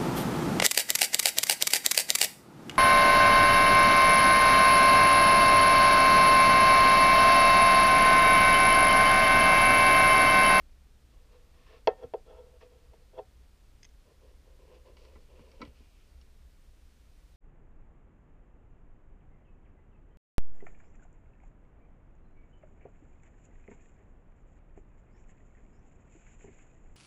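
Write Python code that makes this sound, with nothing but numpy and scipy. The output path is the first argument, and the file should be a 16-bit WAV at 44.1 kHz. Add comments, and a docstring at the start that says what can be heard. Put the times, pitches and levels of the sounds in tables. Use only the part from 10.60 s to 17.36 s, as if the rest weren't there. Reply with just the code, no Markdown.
"""Handling a hollow figure and a paper sheet

A hollow plastic toy figure is worked close to the microphone: rubbing fingers and stiff, sliding joints drive
its shell with friction, and snaps ring the shell's modes. It is laid on a cloth with light ticks of loose
parts. Hands brush the cloth (filtered grains of noise) and lift a folded sheet, which swishes, crinkles and
crackles. Hands bump the table and the swung sheet pushes air in low thuds; behind it all lie room rumble, a low
drone, microphone hiss and a thin whine."""
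import sys
import numpy as np
from scipy import signal
from scipy.fft import rfft, irfft, next_fast_len
from scipy.io import wavfile

SR = 44100
rng = np.random.default_rng(int(sys.argv[2]) if len(sys.argv) > 2 else 0)


def wav_record(signal):
    """Record a signal, one row per channel, as 16-bit PCM in the file named by sys.argv[1]."""
    frames = np.transpose(np.atleast_2d(signal))
    bounded = np.clip(frames, -1, 1)
    # unit amplitude maps onto the largest positive 16-bit level
    quanta = np.round(bounded * 32767).astype(np.int16)
    wavfile.write(sys.argv[1], SR, quanta)


N = 298116  # length [samples]

# Levels in the tables are relative; the functions set the final gains.
# Spectrum of the room rumble: (frequency [Hz], level [dB])
ROOM_SPECTRUM = [(11, -33.5), (18, -1), (32, -2), (59, -7), (74, -15), (86, -16.5), (135, -20),
                 (146, -21.5), (179, -24.5), (216, -25), (280, -31.5), (300, -28), (390, -68), (660, -120)]
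# Narrow band of the drone: (frequency [Hz], level [dB])
DRONE_SPECTRUM = [(35, -56), (52, -13.5), (60, 0.0), (68, -3), (100, -66.5)]
# Spectrum of the microphone hiss: (frequency [Hz], level [dB])
HISS_SPECTRUM = [(150, -30.5), (250, -3), (341, -3), (391, -4), (427, -3), (449, -3), (592, -6.5),
                 (646, -7.5), (836, -10), (1880, -12.5), (4610, -15.5), (13200, -24.5), (15400, -26.5)]
# Faint whine of the electronics: (frequency [Hz], rms level [dB])
WHINE_PARTIALS = [(8603, -99), (8629, -96.5), (8662, -95), (11811, -103), (11838, -104)]
# Fingers rubbing on the figure: (start [s], length [s], shell friction [dB], skin hiss [dB])
RUB_STROKES = [(.5, 0.41, -70.5, -84), (.71, 0.048, -62, -74), (.93, 0.16, -70, -75.5),
               (1.055, .125, -59.5, -70), (1.115, 0.022, -56.5, -72), (1.37, 0.076, -58, -77.5),
               (1.65, 0.13, -53, -80.5), (1.81, 0.13, -60.5, -87), (2.0, 0.025, -50, -66.5),
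               (2.1, 0.044, -60, -86.5), (2.17, 0.24, -69.5, -87.5), (2.533, .015, -56, -81)]
# Spectrum of the skin's hiss: (frequency [Hz], level [dB])
SKIN_SPECTRUM = [(650, -29), (1100, 4), (1320, -7), (1580, -11), (1760, -2), (1980, -7), (2810, -2.5),
                 (3010, -8.5), (3280, -8.5), (5770, -15.5), (7000, -43), (9100, -51), (15400, -120)]
# Force of sliding plastic on the shell: (frequency [Hz], level [dB])
FRICTION_SPECTRUM = [(300, 1.5), (430, -1), (495, 10.5), (560, -2.5), (950, -5), (1330, 11), (1900, -7),
                     (3400, 0.5), (4400, -8.5), (6000, -2)]
# Sliding joints: (time of the strongest [s], level [dB], rise constant [s], fall constant [s])
JOINT_SLIDES = [(1.435, -45, 0.013, 0.009), (1.703, -56, 0.0092, 0.03), (1.786, -54, 0.011, 0.016),
                (2.591, -42.5, 0.019, 0.009)]
# Modes of the figure's shell: (frequency [Hz], level [dB], 60 dB decay time [s])
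SHELL_MODES = [(357, -24.5, 0.078), (422.6, -14, 0.078), (458, -14, 0.076), (487.6, -17, 0.091),
               (528, -20, 0.095), (567, -32, 0.135), (648, -10, 0.053), (670, -15.5, 0.027),
               (753.3, -23, 0.12), (833, -19.5, 0.049), (894, -14, 0.04), (975, -16.5, 0.027),
               (1062, -34, 0.106), (1261.6, -46.5, 0.12), (1332, -40, 0.123), (1570, -42.5, 0.065),
               (1652, -39.5, 0.069), (1853, -34.5, 0.048), (2025, -50.5, 0.1), (2051, -38.5, 0.058),
               (2213, -29.5, 0.019), (2582, -35, 0.054), (2690, -27, 0.02), (3233, -25.5, 0.014),
               (3415, -28, 0.02), (3924, -49.0, 0.04), (4331, -33.5, 0.027), (4880, -36, 0.016),
               (5570, -35.5, 0.012), (1826, -48.5, 0.23)]
# Dull low thuds of hands bumping the table and of air pushed by the swung sheet: (time [s], level [dB])
TABLE_BUMPS = [(1.164, -62), (1.278, -52), (1.44, -46.5), (4.565, -64), (4.799, -53), (5.018, -53),
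               (5.068, -50)]
# Modes of the table: (frequency [Hz], level [dB], 60 dB decay time [s])
TABLE_MODES = [(71.6, 2, 0.16), (113, -1, .1), (151, -2.5, .09), (196.7, -5.5, 0.053), (255, -5.5, 0.16)]
# Joints snapping and slipping: (time [s], level [dB], spectral tilt [dB per octave])
JOINT_SNAPS = [(1.273, -0.5, 0.5), (1.4248, -31.5, -4.5), (1.4388, -36.5, -12), (1.537, -13, -4.5),
               (2.3333, -40, -1.5), (2.532, -39.5, -9), (2.577, -27.5, -5), (2.5893, -21, -4.5)]
# Buzz of neighbouring parts after a snap: (frequency [Hz], level [dB])
BUZZ_SPECTRUM = [(300, -31), (700, 3), (1300, 3), (2200, -9.5), (3300, -5.5), (4000, -20), (6000, -22.5)]
# Ticks as the figure is laid down: (time [s], level [dB])
PART_TICKS = [(3.229, -73), (3.231, -59), (3.2453, -64), (3.2492, -64.5), (3.2502, -61), (3.290, -77)]
# Modes of the small loose parts: (frequency [Hz], level [dB], 60 dB decay time [s])
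PART_MODES = [(1640, -10, 0.037), (2100, 5.5, 0.021), (2540, -2.5, 0.02), (3230, 7.5, 0.014),
              (4250, -2.5, 0.013), (5000, 2.5, 0.016), (5600, 2.5, 0.014), (6360, 5.5, 0.017),
              (8400, -14, .012)]
# Hands sweeping over the cloth: (start [s], length [s], level [dB])
CLOTH_SWEEPS = [(3.45, 0.063, -62.5), (3.6, 0.11, -61), (3.84, 0.088, -63.5), (3.98, 0.13, -60),
                (4.085, 0.076, -55.5), (4.245, 0.053, -55), (4.35, .23, -60.5), (4.68, 0.21, -60),
                (4.92, 0.042, -59.5), (4.99, 0.049, -49.5)]
# Spectrum of the brushed cloth: (frequency [Hz], level [dB])
CLOTH_SPECTRUM = [(110, -31), (180, -27), (329, -9), (460, -1), (513, 0.5), (586, -6.5), (773, -21),
                  (851, -17), (1010, -12), (1390, -35), (1820, -26.5), (2120, -35), (2840, -24),
                  (3200, -52), (4160, -48), (7040, -120)]
# The sheet swishing as it is gripped, raised and swung away: (start [s], length [s], level [dB])
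SHEET_SWISHES = [(4.35, 0.14, -67), (4.74, .2, -71.5), (5.13, 0.081, -69), (5.25, 0.25, -77)]
# Spectrum of the rustle of sheet and nap: (frequency [Hz], level [dB])
RUSTLE_SPECTRUM = [(760, -28), (1300, -4.5), (1660, -18), (2350, 2), (2520, 2), (2930, 1), (3710, -7),
                   (4390, -3.5), (5070, -6), (8000, -22), (10400, -26), (17600, -120)]
# Creases of the sheet buckling: (time [s], level [dB], spectral tilt [dB per octave])
SHEET_CREASES = [(4.369, -68, 8.5), (4.450, -73, 10.5), (4.555, -59.5, -1), (4.792, -61, -3),
                 (4.916, -80, 13.5), (5.005, -57, -4.5), (5.0162, -49, 5.5), (5.0202, -51.5, 4.5),
                 (5.026, -54.5, -5), (5.051, -62, 6.5), (5.204, -76.5, -9), (5.6135, -91.5, 19)]
# Modes of the folded sheet: (frequency [Hz], level [dB], 60 dB decay time [s])
SHEET_MODES = [(229.6, 0.5, 0.13), (299, -1, 0.13), (416, 3, 0.038), (510, -19, 0.055), (847, -3.5, 0.033),
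               (1020, 1, 0.047), (1160, -4, 0.038), (1330, 1, 0.031), (1600, -10.5, 0.018),
               (1970, -7.5, 0.062), (2230, -4, 0.042), (2360, -9, .04), (2580, -12, 0.02), (2890, -9, .035),
               (3180, -11.5, 0.024), (3950, -12, 0.018), (4100, -15, .012), (4400, -9, 0.0075),
               (4810, -16.5, 0.021), (5530, -15.5, 0.011)]

ROOM_DB, DRONE_DB, HISS_DB = -57, -61.5, -70  # rms levels [dB]
RUB_ATTACK_S, RUB_RELEASE_S = 0.012, 0.025
SWEEP_ATTACK_S, SWEEP_RELEASE_S = 0.015, 0.038
SWISH_ATTACK_S, SWISH_RELEASE_S = 0.033, 0.12
NAP_DB = -16  # hiss of the cloth's nap, relative to the sweep's gain
TOP_HZ = 15350  # upper band edge of the recorder


def undb(db):
    """Decibel scale: level to amplitude ratio."""
    return 10 ** (np.asarray(db) / 20)


def unit(x):
    """Normalisation to rms 1."""
    return x / np.sqrt(np.mean(x ** 2))


def butter(x, hz, kind, order):
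    """Causal Butterworth filtering: low-, high- or band-pass."""
    return signal.sosfilt(signal.butter(order, hz, kind, fs=SR, output="sos"), x)


def colour(x, points):
    """Spectral shaping: weight x by (Hz, dB) points joined on a log frequency axis, at rms 1."""
    hz, db = np.transpose(points)
    size = next_fast_len(N)
    freq = np.maximum(np.fft.rfftfreq(size, 1 / SR), 1)
    gain = undb(np.interp(np.log(freq), np.log(hz), db))
    return unit(irfft(rfft(x, size) * gain, size)[:N])


def add(out, s, x):
    """Superposition: mix x into out from time s."""
    i = int(s * SR)
    out[i:i + len(x)] += x[:N - i]


def decay(t, t60):
    """Exponential damping: a fall of 60 dB in t60 seconds."""
    return np.exp(-np.log(1000) * t / t60)


def ring(modes, tilt_db=0, pivot_hz=500):
    """Modal impulse response: damped sines of alternating sign; a softer contact is a negative tilt."""
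    t = np.arange(SR // 3) / SR
    hz, db, t60 = np.transpose(modes)[:, :, None]
    sign = (-1) ** np.arange(len(modes))[:, None]
    size = sign * undb(db + tilt_db * np.log2(hz / pivot_hz))
    return np.sum(size * decay(t, t60) * np.sin(2 * np.pi * hz * t), axis=0)


def burst(t60):
    """Decaying random excitation: noise of unit energy that dies away."""
    t = np.arange(SR // 2) / SR
    x = rng.standard_normal(len(t)) * decay(t, t60)
    return x / np.sqrt(np.sum(x ** 2))


def grains(rate, spread_db):
    """Random impulse train: rate tiny slips a second on average, a few much larger than the rest."""
    happens = rng.random(N) < rate / SR
    sign = rng.choice([-1, 1], N)
    return happens * sign * undb(spread_db * np.minimum(rng.exponential(size=N), 4))


def wander(rate):
    """Random modulation: rate random values a second, joined by straight lines."""
    return np.interp(np.arange(N) / SR * rate, np.arange(1000), rng.standard_normal(1000))


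def strokes(rows, attack_s, release_s, column=2):
    """Power addition of rubbing strokes: the gain of each gathers, holds, then dies away."""
    t = np.arange(N) / SR
    power = np.zeros(N)
    for row in rows:
        since = t - row[0]
        attack = np.clip(since / attack_s, 0, 1)
        release = np.exp(-np.maximum(since - row[1], 0) / release_s)
        power += (undb(row[column]) * attack * release) ** 2
    return np.sqrt(power)


def background():
    """Stationary noise: room rumble, a narrow drone around 60 Hz and microphone hiss, plus the whine."""
    rumble = undb(ROOM_DB) * colour(rng.standard_normal(N), ROOM_SPECTRUM)
    drone = undb(DRONE_DB) * colour(rng.standard_normal(N), DRONE_SPECTRUM)
    hiss = undb(HISS_DB) * colour(rng.standard_normal(N), HISS_SPECTRUM)
    return rumble + drone + hiss + whine()


def whine():
    """Beating: steady sines close in frequency make the whine flutter."""
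    t = np.arange(N) / SR
    return sum(undb(db) * np.sqrt(2) * np.sin(2 * np.pi * hz * t) for hz, db in WHINE_PARTIALS)


def skin_hiss():
    """Rubbing friction: dense small slips of skin, heard directly."""
    skin = colour(grains(rate=7000, spread_db=1.0), SKIN_SPECTRUM)
    return undb(4) * skin * strokes(RUB_STROKES, RUB_ATTACK_S, RUB_RELEASE_S, column=3)


def shell_friction():
    """Friction-driven resonance: slips under fingers and in sliding joints excite the shell's modes."""
    t = np.arange(N) / SR
    force = undb(-5.5) * strokes(RUB_STROKES, RUB_ATTACK_S, RUB_RELEASE_S)
    for s, db, rise, fall in JOINT_SLIDES:
        force += undb(db - 2) * np.exp(-np.maximum((s - t) / rise, (t - s) / fall))
    slips = colour(grains(rate=1200, spread_db=3.0), FRICTION_SPECTRUM)
    shell = ring(SHELL_MODES)
    unit_energy_shell = shell / np.sqrt(np.sum(shell ** 2))
    return signal.fftconvolve(force * slips, unit_energy_shell)[:N]


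def table():
    """Modal response: each bump, or push of air from the swung sheet, gives a short, low thud through the
    table's modes."""
    out = np.zeros(N)
    for s, db in TABLE_BUMPS:
        add(out, s, undb(db) * ring(TABLE_MODES))
    return out


def snaps():
    """Impact excitation: each snap rings the shell and sets neighbouring parts buzzing."""
    t = np.arange(SR // 2) / SR
    out, jolt = np.zeros(N), np.zeros(N)
    for s, db, tilt_db in JOINT_SNAPS:
        add(out, s, undb(db) * ring(SHELL_MODES, tilt_db))
        # the brighter the snap, the stronger the buzz
        add(jolt, s + 0.00083, undb(db + tilt_db) * np.exp(-t / 0.016))
    return out + undb(-41) * jolt * colour(rng.standard_normal(N), BUZZ_SPECTRUM)


def figure():
    """Band-limited radiation: a small shell radiates little bass; its sound falls steeply above 6 kHz."""
    shell = butter(shell_friction() + snaps(), 5980, "low", order=12)
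    return butter(shell, 230.4, "high", order=2) + skin_hiss()


def loose_parts():
    """Chattering contact: a blow and a brief burst of noise ring the light parts."""
    out = np.zeros(N)
    for s, db in PART_TICKS:
        contact = 0.93 * burst(t60=0.026)
        contact[0] += 1  # the blow itself
        add(out, s, undb(db) * signal.fftconvolve(contact, ring(PART_MODES)))
    return out


def cloth_and_rustle():
    """Granular friction: hands brush the cloth and its nap hisses; the sheet rustles."""
    sweep = strokes(CLOTH_SWEEPS, SWEEP_ATTACK_S, SWEEP_RELEASE_S)
    brush = sweep * colour(grains(rate=4900, spread_db=4), CLOTH_SPECTRUM)
    sheet = strokes(SHEET_SWISHES, SWISH_ATTACK_S, SWISH_RELEASE_S)
    fibres = colour(grains(rate=2500, spread_db=2.5), RUSTLE_SPECTRUM)
    rustle = fibres * np.hypot(sheet, undb(NAP_DB) * sweep)
    # broad panels swish and small folds crinkle, each in its own time
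    swish = butter(rustle, 3600, "low", order=5) * undb(2.7 * wander(rate=8.3))
    crinkle = butter(rustle, 3670, "high", order=5) * undb(3.0 * wander(rate=26))
    return undb(-3.0) * brush + undb(-2.5) * (swish + crinkle)


def creases():
    """Buckling: each crease gives way with a blow and a short crackle that ring the sheet."""
    out = np.zeros(N)
    for s, db, tilt_db in SHEET_CREASES:
        crackle = 1.27 * butter(burst(t60=0.059), [700, 3500], "band", order=1)
        crackle[0] += 1  # the blow itself
        add(out, s, undb(db) * signal.fftconvolve(crackle, ring(SHEET_MODES, tilt_db, pivot_hz=990)))
    return out


def scene():
    """Reverberation: everything is close; the draped room returns only a faint, dull tail."""
    near = figure() + table() + loose_parts() + cloth_and_rustle() + creases()
    tail = np.zeros(N)
    add(tail, 0.012, butter(burst(t60=0.3), 2500, "low", order=1))
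    room = signal.fftconvolve(near, tail[:SR])[:N]
    return (near + undb(-27.5) * room + background())[None]


def record(dry):
    """Band limiting: the recorder cuts the top with a steep, zero-phase elliptic low-pass."""
    return signal.sosfiltfilt(signal.ellip(10, 0.1, 60, TOP_HZ, fs=SR, output="sos"), dry)


dry = scene()
out = record(dry)
wav_record(out)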